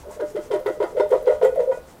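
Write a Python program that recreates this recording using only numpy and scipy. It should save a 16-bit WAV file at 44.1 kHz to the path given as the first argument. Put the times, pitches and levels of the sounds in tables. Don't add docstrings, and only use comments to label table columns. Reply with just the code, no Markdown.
import sys
import numpy as np
from scipy import signal
from scipy.fft import rfft, irfft, next_fast_len
from scipy.io import wavfile

SR = 44100
rng = np.random.default_rng(int(sys.argv[2]) if len(sys.argv) > 2 else 0)


def store_pcm(level_fs):
    pcm = np.round(np.clip(level_fs, -1, 1) * 32767).astype(np.int16)
    wavfile.write(sys.argv[1], SR, np.atleast_2d(pcm).T)


def field_ratio(decibels):
    return 10 ** (np.asarray(decibels, dtype=float) / 20)


N = 88200

# [f/Hz, level/dB per Hz]
HUM_SPECTRUM = [(12, -31.5), (20, 5.5), (64, -1), (171, -2), (429, -3.5), (1460, -13.5), (2100, -22.5),
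                (6390, -26.5), (15600, -28.5)]
# [f/Hz, level/dB per Hz]
CLOTH_SPECTRUM = [(2000, 1), (4000, -7.5), (6000, 0), (8000, -0.5), (10000, -6), (15000, -19.5)]
# [middle t/s, rms level/dB]
SLEEVE_STROKES = [(0, -51), (0.137, -50.5), (0.293, -53.5), (0.447, -52), (0.738, -56), (0.898, -55.5),
                  (1.188, -59.5), (1.333, -55), (1.628, -58), (1.761, -55.5), (1.902, -56)]
# [t/s, peak level/dB, f/Hz, length/s]
STOVE_BUMPS = [(0.046, -44, 68.5, .04), (.15, -47.5, 75.2, .015), (.31, -51, 170, 0.015),
               (.39, -46, 200, 0.027), (0.684, -46, 110, .02), (1.046, -50, 70, .03),
               (1.203, -45.5, 35.2, 0.043), (1.35, -40.5, 62.2, 0.018), (1.445, -45.5, 180, 0.058),
               (1.53, -45, 56.5, 0.047), (1.6, -46, 185.2, .03), (1.77, -52, 172, 0.063),
               (1.83, -50, 66.7, 0.037)]
# [t/s, peak level/dB, air f/Hz]
LANDINGS = [(0.053, -34.5, 540), (0.084, -32.5, 425), (0.174, -32.5, 624), (0.195, -23, 535),
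            (0.219, -21.5, 413), (0.349, -20, 410), (0.366, -22, 446), (0.505, -21, 535),
            (0.514, -17.5, 445), (0.535, -13.5, 414.4), (0.555, -18, 379), (0.606, -26, 559),
            (0.661, -14, 424), (0.679, -19, 534), (0.803, -12.5, 431), (0.821, -18.5, 535),
            (0.949, -24.5, 440), (0.974, -13, 510), (0.998, -11, 408.6), (1.116, -9.5, 455),
            (1.129, -6, 519.2), (1.272, -7, 502.5), (1.299, -7.5, 539.3), (1.414, -14.5, 512),
            (1.431, -6, 462), (1.452, -6.5, 527), (1.525, -24, 520), (1.575, -11, 567), (1.591, -12, 526),
            (1.675, -14, 526)]
# [t/s, peak level/dB, air f/Hz]
FURTHER_LANDINGS = [(.035, -49, 547), (.062, -32, 580), (.07, -35.5, 400), (.108, -47, 534), (.165, -35, 460),
                    (.773, -32, 490), (.962, -21, 586), (1.003, -17.5, 513), (1.104, -22, 547),
                    (1.143, -14.5, 607), (1.2, -32, 495), (1.335, -22, 523), (1.42, -17.5, 658),
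                    (1.465, -21, 494), (1.494, -19, 505), (1.54, -32, 458), (1.562, -19, 645),
                    (1.632, -21.5, 495), (1.74, -28, 550), (.205, -19.5, 479), (.232, -25, 331),
                    (.31, -35, 440), (.385, -22, 357), (.46, -33.5, 453), (.575, -31, 360), (.70, -21, 362.6),
                    (.835, -17.5, 367), (.927, -32.5, 490), (1.03, -18, 427), (1.155, -19.5, 403),
                    (1.25, -23.5, 509), (1.283, -10, 453), (1.32, -25.5, 442), (1.445, -8, 469),
                    (1.48, -34, 437), (1.605, -12, 506.4), (1.694, -13.5, 518.5), (1.712, -21.5, 478),
                    (1.773, -29, 485)]
# [f/Hz, level/dB, t60/s]
WALL_MODES = [
    (434, -17, 0.5),
    (478, -19, 0.19),
    (535, -10.5, 0.31),
    (669.3, -6.5, 0.25),
]
# [t/s, f/Hz, peak level/dB, t60/s]
BASE_RINGS = [(.065, 603.5, -38.5, 0.4), (.215, 598.5, -19.5, 0.17), (.36, 600.3, -22, 0.16),
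              (.53, 604.9, -20.5, 0.22), (.67, 606.4, -32.5, 1), (.812, 599.7, -19, 0.12),
              (.965, 604.6, -20, 0.12), (1.002, 606.5, -16.5, 0.24), (1.12, 609, -23, 0.36),
              (1.14, 532.3, -30, 0.37), (1.285, 602.9, -18, 0.27), (1.29, 531.3, -17.5, 0.18),
              (1.565, 609.8, -24, 0.41), (1.77, 626, -30.5, 0.033)]
# [t/s, peak level/dB, f/Hz]
SIDE_CLANGS = [(0.035, -40.5, 905), (0.107, -36, 885), (0.2, -37, 960), (0.363, -44, 985), (0.51, -36, 942),
               (0.662, -26.5, 946), (0.805, -25.5, 965), (0.832, -34.5, 990), (0.978, -31.5, 890),
               (1.004, -18, 928), (1.034, -31.5, 930), (1.06, -31, 910), (1.123, -22, 940),
               (1.141, -26.5, 960), (1.165, -29.5, 951), (1.278, -28.5, 952), (1.304, -28, 952),
               (1.418, -25.5, 970), (1.449, -27, 964), (1.599, -31, 932), (1.721, -24.5, 952),
               (1.754, -35.5, 975)]
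# [t/s, peak level/dB, patter length/s, brightness/dB per octave]
PEA_KNOCKS = [(0.037, -40.5, 0.044, -8), (0.094, -34, 0.02, -12), (0.2, -27, 0.029, 0.5),
              (0.357, -27.5, 0.035, 1), (0.512, -21, 0.032, 1.5), (0.531, -34, 0.044, 1.5),
              (0.661, -19, 0.028, 0), (0.803, -22, 0.044, -2.5), (0.827, -18, 0.014, -3),
              (0.9683, -29, 0.051, 2), (0.9992, -13.5, 0.0079, -0.5), (1.104, -33.5, 0.049, 4.5),
              (1.1245, -14, 0.022, -9.5), (1.265, -25.5, 0.05, -0.5), (1.275, -18, 0.011, -2.5),
              (1.305, -23.5, 0.0175, -6.5), (1.4146, -22.5, 0.013, -2.5), (1.424, -22, 0.023, 2),
              (1.446, -17.5, 0.021, -3.5), (1.549, -36, 0.035, 0.5), (1.5913, -27, 0.027, -1),
              (1.688, -41, 0.036, -31), (1.715, -27.5, 0.015, 0), (1.88, -43, 0.028, 2.5)]
# [f/Hz, level/dB, t60/s]
UPPER_MODES = [(684, -1, 0.061), (778, -13, 0.13), (846, -10.5, 0.085), (917, -6.5, 0.067),
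               (964, -8.5, 0.2), (1076, -14, 0.12), (1234, -14, 0.13), (1305, -12.5, 0.09),
               (1430, -6.5, 0.055), (1450, -13.5, 0.14), (1858, -12.5, 0.072), (1959, -15.5, 0.11),
               (2059, -12, 0.067), (3166, -12.5, 0.02)]
# [low f/Hz, high f/Hz, level/dB]
GRIT_BANDS = [(340, 753, 6.5), (1280, 1566, -6.5), (1705, 2160, -8.5), (2040, 4130, -16.0), (4500, 9950, -24.0)]
# [t/s, f/Hz, peak level/dB, t60/s]
RIM_RINGS = [(.203, 1618, -38, .1), (.108, 1090, -45, .3), (.834, 4787, -50, .1), (1.002, 3620, -44, .22),
             (.515, 3100, -46, .12), (1.002, 5400, -49, .15), (1.257, 4060, -54, .05),
             (1.432, 3600, -47, .13), (1.443, 7580, -47, .12), (.82, 3080, -47, .15),
             (1.718, 1460, -41, .4), (1.72, 2480, -54, .3), (1.72, 1960, -44, .18), (1.49, 1458, -42, .2),
             (.663, 1960, -35, .15), (1.46, 2480, -54, .35), (.665, 1450, -33, .15), (1.44, 1440, -31, .15),
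             (1.445, 2070, -36, .12), (1.275, 2070, -38, .15)]
# [t/s, peak level/dB, f/Hz]
WET_TICKS = [(0.112, -35, 9000), (0.509, -40, 2500), (1.258, -37.5, 4040), (1.7185, -46, 1790),
             (0.3025, -37, 7960), (.51, -47, 9100), (.601, -39, 13000), (.661, -37, 13700),
             (1.0912, -39, 10040), (1.1067, -40, 11100), (1.2274, -37, 12500), (1.448, -30, 9900),
             (1.557, -37, 13300), (1.637, -44, 13500)]


def impulses(times, sizes):
    x = np.full(N, 1e-18)
    np.add.at(x, (np.array(times) * SR).astype(int), sizes)
    return x


def ring(x, hz, t60):
    r, w = field_ratio(-60 / (t60 * SR)), 2 * np.pi * hz / SR
    return signal.lfilter([0, np.sin(w)], [1, -2 * r * np.cos(w), r * r], x)


def fade(x, t60):
    return signal.lfilter([1], [1, -field_ratio(-60 / (t60 * SR))], x)


def band(x, low_hz, high_hz):
    return signal.sosfilt(signal.butter(2, [low_hz, high_hz], "band", fs=SR, output="sos"), x)


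def coloured(spectrum, flicker_db):
    hz, db = np.transpose(spectrum)
    f = np.arange(N // 2 + 1) * SR / N + 1
    white = rfft(rng.standard_normal(N)) * field_ratio(np.interp(np.log(f), np.log(hz), db))
    out = np.zeros(N)
    for k in range(20):
        share = np.clip(1 - abs(2 * np.log2(f / 22) - k), 0, 1)
        slow = np.interp(np.arange(N), np.linspace(0, N, 40), rng.standard_normal(40))
        out += irfft(white * share, N) * field_ratio(flicker_db * (1 - k / 24) * slow)
    return out / out.std()


def hum():
    return field_ratio(-47.5) * coloured(HUM_SPECTRUM, flicker_db=2.5)


def sleeve():
    half_s = 0.039
    t = np.arange(N) / SR
    swell = sum(field_ratio(db) * np.exp(-abs((t - s) / half_s) ** 2.6) for s, db in SLEEVE_STROKES)
    return swell * coloured(CLOTH_SPECTRUM, flicker_db=-2.5)


def bumps():
    t, out = np.arange(N) / SR, np.zeros(N)
    for s, db, hz, length in STOVE_BUMPS:
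        out += field_ratio(db) * np.exp(-((t - s) / length) ** 2) * np.sin(2 * np.pi * hz * t)
    return out


def boom():
    air_rise_s, air_t60_s, base_rise_s = 0.0045, 0.038, 0.0081
    air_sag = 0.92
    air, base, t = np.zeros(N + SR), np.zeros(N + SR), np.arange(SR // 2) / SR
    shape = (1 - np.exp(-t / air_rise_s)) ** 3 * field_ratio(-60 * t / air_t60_s)
    for s, db, hz in list(LANDINGS) + list(FURTHER_LANDINGS):
        i = int((s - air_rise_s) * SR)
        tone = np.sin(2 * np.pi * hz * (t - air_sag * t * t))
        air[i:i + len(t)] += field_ratio(db) * shape / shape.max() * tone
    for s, hz, db, t60 in BASE_RINGS:
        i = int(s * SR)
        swell = (1 - np.exp(-t / base_rise_s)) ** 2 * field_ratio(-60 * t / t60)
        base[i:i + len(t)] += field_ratio(db) * swell / swell.max() * np.sin(2 * np.pi * hz * t)
    wall = np.zeros(N + SR)
    for k, (hz, db, t60) in enumerate(WALL_MODES):
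        wall += (-1) ** k * field_ratio(db) * ring(air, hz, t60)
    waver_db = np.interp(np.arange(N + SR), np.linspace(0, N + SR, 210), rng.normal(0, 3, 210))
    return (air + 0.0053 * wall * field_ratio(waver_db) + base * field_ratio(waver_db / 2))[:N]


def clangs():
    rise_s, t60_s = 0.00301, 0.047
    out, t = np.zeros(N + SR), np.arange(SR // 4) / SR
    shape = (1 - np.exp(-t / rise_s)) * field_ratio(-60 * t / t60_s)
    for s, db, hz in SIDE_CLANGS:
        i = int((s - rise_s) * SR)
        out[i:i + len(t)] += field_ratio(db - 2) * shape / shape.max() * np.sin(2 * np.pi * hz * t)
    return out[:N]


def patter():
    peas_per_s, rise_s = 500, 0.004
    first_db, shower_db, grit_db = -2, -3.5, -7.5
    times, peak_db, length, bright = np.transpose(PEA_KNOCKS)
    t, out = np.arange(N) / SR, np.zeros(N)
    uneven_db = rng.normal(0, 2.5, (len(times), len(UPPER_MODES)))
    age = np.maximum(t - times[:, None], 0)
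    shower = (1 - np.exp(-age / rise_s)) * np.exp(-age / length[:, None])
    trickle = field_ratio(-60 + 8.4 * (t - 2)) / (1 + np.exp((t - 1.78) / 0.044))
    for k, (hz, db, t60) in enumerate(UPPER_MODES):
        size = field_ratio(peak_db + db - 11 + bright * np.log2(hz / 1000) + uneven_db[:, k])
        peas = (rng.random(N) < peas_per_s / SR) * rng.standard_normal(N)
        first = impulses(times, field_ratio(first_db) * size)
        others = peas * (field_ratio(shower_db) * (size @ shower) + field_ratio(db) * trickle)
        out += ring(first + others, hz, t60)
    for low_hz, high_hz, db in GRIT_BANDS:
        size = field_ratio(peak_db + grit_db + db + bright * np.log2(max(low_hz / 700, 1)))
        grains = rng.exponential(1, N) * (rng.random(N) < 500 / SR)
        grit = rng.standard_normal(N) * (1 + fade(grains, 0.02))
        out += band(grit * (size @ shower), low_hz, high_hz)
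    return out


def rim():
    out = np.zeros(N)
    for s, hz, db, t60 in RIM_RINGS:
        touches = rng.standard_normal(N) * fade(impulses([s], 1), 0.05)
        tone = ring(touches, hz, t60)
        out += field_ratio(db) * tone / abs(tone).max()
    return out


def ticks():
    click_t60_s, spray_t60_s, spray_db = 0.011, 0.23, -11.5
    out, noise = np.zeros(N), rng.standard_normal(N)
    for s, db, hz in WET_TICKS:
        click = impulses([s], field_ratio(db - 5.5))
        burst = noise * (fade(click, click_t60_s) + field_ratio(spray_db) * fade(click, spray_t60_s))
        out += band(burst, 0.63 * hz, min(1.46 * hz, SR / 2.5))
    return out


def reverberation(x):
    t60_s, wall_cut_hz = 0.31, 24000
    size = next_fast_len(N + SR)
    f = np.arange(size // 2 + 1) * SR / size
    response = 0
    for k, lag in enumerate(rng.uniform(0.011, 0.035, 10)):
        loss = field_ratio(-60 * lag / t60_s) / (1 + 1j * f / wall_cut_hz)
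        turn = loss * np.exp(-2j * np.pi * f * lag)
        response = response + (-1) ** k * turn / (1 - turn)
    return irfft(rfft(x, size) * response, size)[:N]


def scene():
    mouth = signal.butter(6, 309, "high", fs=SR, output="sos")
    tin = signal.sosfilt(mouth, boom() + clangs() + patter() + rim() + ticks())
    mix = tin + field_ratio(-20) * reverberation(tin) + sleeve() + bumps() + hum()
    return mix[None]


def roll_off(x):
    return signal.sosfilt(signal.butter(12, 15740, fs=SR, output="sos"), x)


def record(dry):
    return roll_off(dry)


dry = scene()
out = record(dry)
store_pcm(out)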